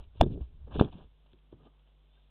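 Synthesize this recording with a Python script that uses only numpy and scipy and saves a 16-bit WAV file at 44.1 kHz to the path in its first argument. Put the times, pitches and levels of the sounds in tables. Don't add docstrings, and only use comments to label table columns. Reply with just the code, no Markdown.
import sys
import numpy as np
from scipy import signal
from scipy.fft import rfft, irfft
from scipy.io import wavfile
from scipy.ndimage import uniform_filter1d

SR = 44100
rng = np.random.default_rng(int(sys.argv[2]) if len(sys.argv) > 2 else 0)


def bounce(signal):
    frames = np.transpose(np.atleast_2d(signal))
    limited = np.clip(frames, -1, 1)
    pcm = np.round(limited * 32767).astype(np.int16)
    wavfile.write(sys.argv[1], SR, pcm)


N = 101429
TIME = np.arange(N) / SR
DECAYS_PER_T60 = np.log(1000)


def from_db(db):
    return 10 ** (np.asarray(db) / 20)


def unit_rms(x):
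    return x / np.sqrt(np.mean(x ** 2) + 1e-20)


def fader_curves(stretches):
    times, *columns = np.vstack(stretches).T
    return [from_db(np.interp(TIME, times, db)) for db in columns]


def coloured(x, spectrum):
    hz, db = np.transpose(spectrum)
    bin_hz = np.maximum(np.arange(N // 2 + 1) * SR / N, 1)
    gain = from_db(np.interp(np.log(bin_hz), np.log(hz), db))
    return unit_rms(irfft(rfft(x) * gain, N))


def burst(peak_s, swell_s, decay_s):
    t = TIME - peak_s
    return np.exp(-np.minimum(np.where(t < 0, -t / swell_s, t / decay_s), 60))


def friction(spectrum, slips_per_s, spread_db, even_s):
    sizes = from_db(spread_db * np.minimum(rng.exponential(1, N), 4)) * rng.choice([-1, 1], N)
    slips = sizes * (rng.random(N) < slips_per_s / SR)
    texture = coloured(slips, spectrum)
    power = uniform_filter1d(texture ** 2, int(even_s * SR))
    return texture / np.sqrt(np.abs(power) + 1e-3)


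# frequency in Hz, relative level in dB.
MIC_HISS_EQ = [(20, 14), (65, 7), (105, 5), (250, 0.5), (400, 6.5), (700, 2.5), (1100, 0.5), (1600, -3.5),
               (2050, -5.5), (2800, -1), (3550, 1), (4000, -5), (4500, -17)]
INPUT_HISS_EQ = [(1000, -29.5), (1800, -1.5), (2200, 1.5), (3500, -31.5), (6000, -60.5)]
def hiss(spectrum, level_db):
    return from_db(level_db) * coloured(rng.standard_normal(N), spectrum)


# frequency in Hz, rms level in dB.
HUM_LINES = [(49.6, -62.5), (99, -89.5), (149.3, -76), (249, -87)]
def hum():
    return sum(np.sqrt(2) * from_db(db) * np.sin(2 * np.pi * (hz * TIME + rng.random()))
               for hz, db in HUM_LINES)


# centre in seconds, level in dB, half length in seconds, pitch in Hz.
SKIDS = [(0.238, -45, 0.0035, 3560), (1.612, -75.5, 0.02, 1210), (1.672, -69.5, 0.016, 1210),
         (2.178, -74, 0.008, 1570), (2.16, -80, 0.08, 3580)]
def squeaks(waver_hz=44.3, waver_s=0.0057):
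    out = 0
    for centre_s, db, half_s, hz in SKIDS:
        waver = unit_rms(uniform_filter1d(rng.standard_normal(N), int(waver_s * SR)))
        phase = 2 * np.pi * np.cumsum(hz + waver_hz * waver) / SR
        swell = np.exp(-((TIME - centre_s) / half_s) ** 2)
        out = out + np.sqrt(2) * from_db(db) * np.sin(phase) * swell
    return out


# time in seconds, relative swish and crackle levels in dB.
RUSTLE_FADERS = [
    [(0.0, -56.5, -68.5), (0.02, -64.5, -73.5), (0.046, -70, -69), (0.07, -91, -100), (0.136, -79, -87),
     (0.182, -63, -64), (0.192, -77, -79.5), (0.204, -43, -55)],
    [(0.232, -37.5, -60), (0.252, -65, -77), (0.274, -69, -66), (0.3, -78, -90), (0.335, -73, -61.5),
     (0.364, -85, -101), (0.416, -58.5, -70.5), (0.514, -101, -93), (0.64, -73, -110)],
    [(0.66, -87, -92), (0.678, -56, -78.5), (0.696, -69.5, -95), (0.72, -46.5, -61.5),
     (0.738, -53.5, -61.5), (0.76, -38.5, -50), (0.778, -55.5, -57.5), (0.788, -55.5, -54.5)],
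    [(0.825, -41, -48.5), (0.842, -46.5, -64.5), (0.86, -54, -66.5), (0.884, -51.5, -67), (0.915, -76, -77),
     (0.929, -52.5, -60), (0.951, -65.5, -71.5), (1.013, -57, -70.5), (1.12, -95.5, -94.5)],
    [(1.2, -95.5, -90), (1.252, -84, -84), (1.262, -68, -76.5), (1.28, -78.5, -83), (1.496, -95.5, -89),
     (1.53, -60, -79), (1.558, -82, -94), (1.672, -61, -72.5), (1.696, -75, -93), (1.75, -77.5, -88)],
    [(1.8, -80, -83), (1.848, -100, -90.5), (1.874, -72, -79), (1.958, -94, -89.5), (2.17, -75.5, -79),
     (2.3, -92, -84.5)],
]
# frequency in Hz, relative level in dB.
SWISH_EQ = [(300, -24), (520, 2.5), (800, 0.5), (1000, -1), (1200, -4.5), (1420, -11.5), (1600, -7.5),
            (1950, -16.5), (2600, -35)]
CRACKLE_EQ = [(1700, -28), (2100, -9), (2500, -4), (3000, 0), (3500, -0.5), (3900, -6.5), (4400, -16.5)]
def feathers(swish_db=-4, crackle_db=2):
    swish_gain, crackle_gain = fader_curves(RUSTLE_FADERS)
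    swish = friction(SWISH_EQ, slips_per_s=1600, spread_db=3.3, even_s=0.026)
    crackle = friction(CRACKLE_EQ, slips_per_s=1900, spread_db=3.5, even_s=0.091)
    return from_db(swish_db) * swish_gain * swish + from_db(crackle_db) * crackle_gain * crackle


# time in seconds, relative level in dB.
ROCKING_FADER = [
    [(0.0, -41.5), (0.022, -43), (0.038, -57), (0.084, -50.5), (0.132, -62), (0.176, -45.5), (0.185, -45)],
    [(0.245, -31.5), (0.257, -33), (0.349, -37), (0.39, -42.5)],
    [(0.49, -53), (0.586, -48.5), (0.604, -50), (0.644, -40.5), (0.708, -54), (0.72, -45.5), (0.77, -32)],
    [(0.845, -44), (0.865, -44.5), (0.955, -51), (0.979, -83), (0.999, -54.5), (1.069, -50.5),
     (1.08, -59.5)],
]
# frequency in Hz, relative level in dB.
ROCKING_EQ = [(12, -3.5), (30, -1.5), (60, 2), (95, -7.5), (140, -18), (260, -55)]
def box_rocking(trim_db=-1.5, settle_at_s=1.013, fade_s=0.12):
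    gain, = fader_curves(ROCKING_FADER)
    settling = np.exp(-np.maximum(TIME - settle_at_s, 0) / fade_s)
    rumble = friction(ROCKING_EQ, slips_per_s=260, spread_db=2.5, even_s=0.03)
    return from_db(trim_db) * gain * settling * rumble


# time in seconds, relative level in dB.
RUB_FADER = [
    [(0.0, -56), (0.042, -67.5), (0.074, -70.5), (0.12, -97), (0.142, -75), (0.16, -53), (0.176, -101),
     (0.19, -52)],
    [(0.236, -21.5), (0.252, -34.5), (0.27, -27), (0.288, -41), (0.36, -40.5), (0.395, -46), (0.43, -65.5),
     (0.66, -71)],
    [(0.67, -55.5), (0.728, -50.5), (0.738, -61), (0.748, -52), (0.76, -30), (0.776, -42.5), (0.79, -27.5)],
    [(0.832, -32), (0.856, -31), (0.868, -43), (0.916, -62), (0.95, -49), (1.042, -58), (1.11, -84),
     (1.12, -92)],
    [(1.25, -73.5), (1.294, -90.5), (1.34, -62.5), (1.414, -82.5), (1.51, -72)],
    [(1.54, -53.5), (1.58, -65), (1.634, -58.5), (1.646, -68), (1.666, -53), (1.71, -77), (1.75, -82)],
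]
# frequency in Hz, relative level in dB.
RUB_EQ = [(80, -14), (135, 5), (220, 3), (330, -3.5), (440, -6.5), (560, -17.5), (750, -30), (1100, -45.5),
          (2000, -68.5)]
def body_rub(trim_db=-2):
    gain, = fader_curves(RUB_FADER)
    return from_db(trim_db) * gain * friction(RUB_EQ, slips_per_s=640, spread_db=2, even_s=0.0065)


# peak in seconds, scrape in dB, its decay in seconds, tick in dB.
CATCHES = [(.2122, -33.5, 0.0021, -17), (.232, -40, .002, -45), (0.679, -71.5, 0.003, -71.5),
           (.7945, -47.5, 0.001, -50), (0.7991, -26, 0.00097, -40), (.803, -34.5, 0.0015, -44.5),
           (0.8122, -36.5, .001, -51), (.848, -41.5, 0.00056, -49.5), (0.9289, -49.5, 0.00075, -62),
           (0.984, -56, .002, -67), (1.266, -69.5, 0.0041, -76), (1.3185, -67, .002, -75.5),
           (1.3331, -57.5, 0.0012, -64.5), (1.389, -64, .0012, -67.5), (1.5257, -72, 0.0039, -63.5)]
# frequency in Hz, relative level in dB.
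SCRAPE_EQ = [(500, -9.5), (1100, -5), (1650, -9.5), (2050, -15), (2450, -2.5), (2850, -1), (3120, -4),
             (3520, 3.5), (3900, -8.5), (4500, -15.5)]
# pitch in Hz, level relative to the tick in dB, t60 in seconds.
TICK_MODES = [(1690, -12.5, 0.012), (2430, -10, .01), (2800, -4.5, 0.011), (3474, -0.5, 0.011),
              (3910, -14, .009)]
def scratches(scrape_swell_s=0.0014, tick_swell_s=0.00074):
    force = ticks = 0
    for peak_s, scrape_db, decay_s, tick_db in CATCHES:
        force = force + from_db(scrape_db) * burst(peak_s, scrape_swell_s, decay_s)
        for k, (hz, mode_db, t60) in enumerate(TICK_MODES):
            tone = (-1) ** k * np.cos(2 * np.pi * hz * (TIME - peak_s))
            envelope = burst(peak_s, tick_swell_s, t60 / DECAYS_PER_T60)
            ticks = ticks + from_db(tick_db + mode_db) * tone * envelope
    return ticks + force * friction(SCRAPE_EQ, slips_per_s=6300, spread_db=0, even_s=0.00071)


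# time in seconds, air push gain in dB, push length in seconds,
# softness in seconds, ring level in dB, ring pitch in Hz, ring t60 in seconds.
BOX_HITS = [(0.2133, -4, 0.0029, 0.0027, -4.5, 675, 0.012), (0.225, -20.5, 0.0025, .0015, -16, 284, 0.018),
            (0.2655, -46, .002, .002, -26, 190, .06), (0.3056, -32.5, 0.0018, .0015, -32, 169, .035),
            (0.3228, -28, 0.0017, 0.0012, -33, 130, .05), (0.3775, -41, 0.003, 0.002, -37, 385, 0.035),
            (0.411, -42.5, 0.0018, .001, -40.5, 306.2, .05), (0.4156, -34.5, 0.0093, 0.004, -27, 60.7, 0.2),
            (0.678, -56.5, .002, 0.00074, -46.5, 447, 0.044), (0.7603, -30, 0.0015, 0.0007, -30, 400, 0.03),
            (0.7962, -31, 0.0018, 0.00048, -24.5, 713, .006),
            (0.7993, -30, .002, 0.00068, -19.5, 1186, 0.0027),
            (0.8124, -1.5, 0.0013, 0.00036, -23.5, 400, 0.0065),
            (0.824, -47.5, 0.0022, 0.0011, -21.5, 418, 0.03),
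            (0.9565, -38, 0.0027, 0.00085, -40.5, 170.6, .05),
            (1.338, -51.5, 0.003, 0.0014, -58.5, 365, 0.06),
            (1.5297, -52, 0.0023, 0.0014, -39.5, 320, .022), (1.5397, -41, .003, .0015, -52, 230, .05)]
def bumps(ring_lead_s=0.0011, ring_swell_s=0.0011):
    upper_ratio, upper_db, upper_t60_s = 1.358, -8, 0.0083
    out = 0
    for hit_s, push_db, length_s, soft_s, ring_db, ring_hz, ring_t60 in BOX_HITS:
        swing = np.tanh((TIME - hit_s) / soft_s)
        out = out + from_db(push_db) * swing * burst(hit_s, length_s, length_s)
        touch_s = hit_s - ring_lead_s
        modes = (ring_hz, ring_db, ring_t60), (ring_hz * upper_ratio, ring_db + upper_db, upper_t60_s)
        for hz, db, t60 in modes:
            tone = np.sin(2 * np.pi * hz * (TIME - touch_s))
            out = out + from_db(db) * tone * burst(touch_s, ring_swell_s, t60 / DECAYS_PER_T60)
    return out


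def scene():
    return (bumps() + scratches() + squeaks() + body_rub() + box_rocking() + feathers() + hum())[None]


def record(dry):
    mic_edge_hz, top_edge_hz = 4060, 16400
    ceiling, knee_hardness = 0.455, 74
    notch_hz, notch_width_hz = 2026, 650
    mic_lowpass = signal.butter(9, mic_edge_hz, fs=SR, output="sos")
    dull = signal.sosfiltfilt(mic_lowpass, dry + hiss(MIC_HISS_EQ, level_db=-75.5))
    clipped = dull / (1 + np.abs(dull / ceiling) ** knee_hardness) ** (1 / knee_hardness)
    scooped = signal.lfilter(*signal.iirnotch(notch_hz, notch_hz / notch_width_hz, fs=SR), clipped)
    white_floor = from_db(-99) * rng.standard_normal(N)
    noisy = scooped + white_floor + hiss(INPUT_HISS_EQ, level_db=-91)
    return signal.sosfilt(signal.cheby2(12, 60, top_edge_hz, fs=SR, output="sos"), noisy)


dry = scene()
out = record(dry)
bounce(out)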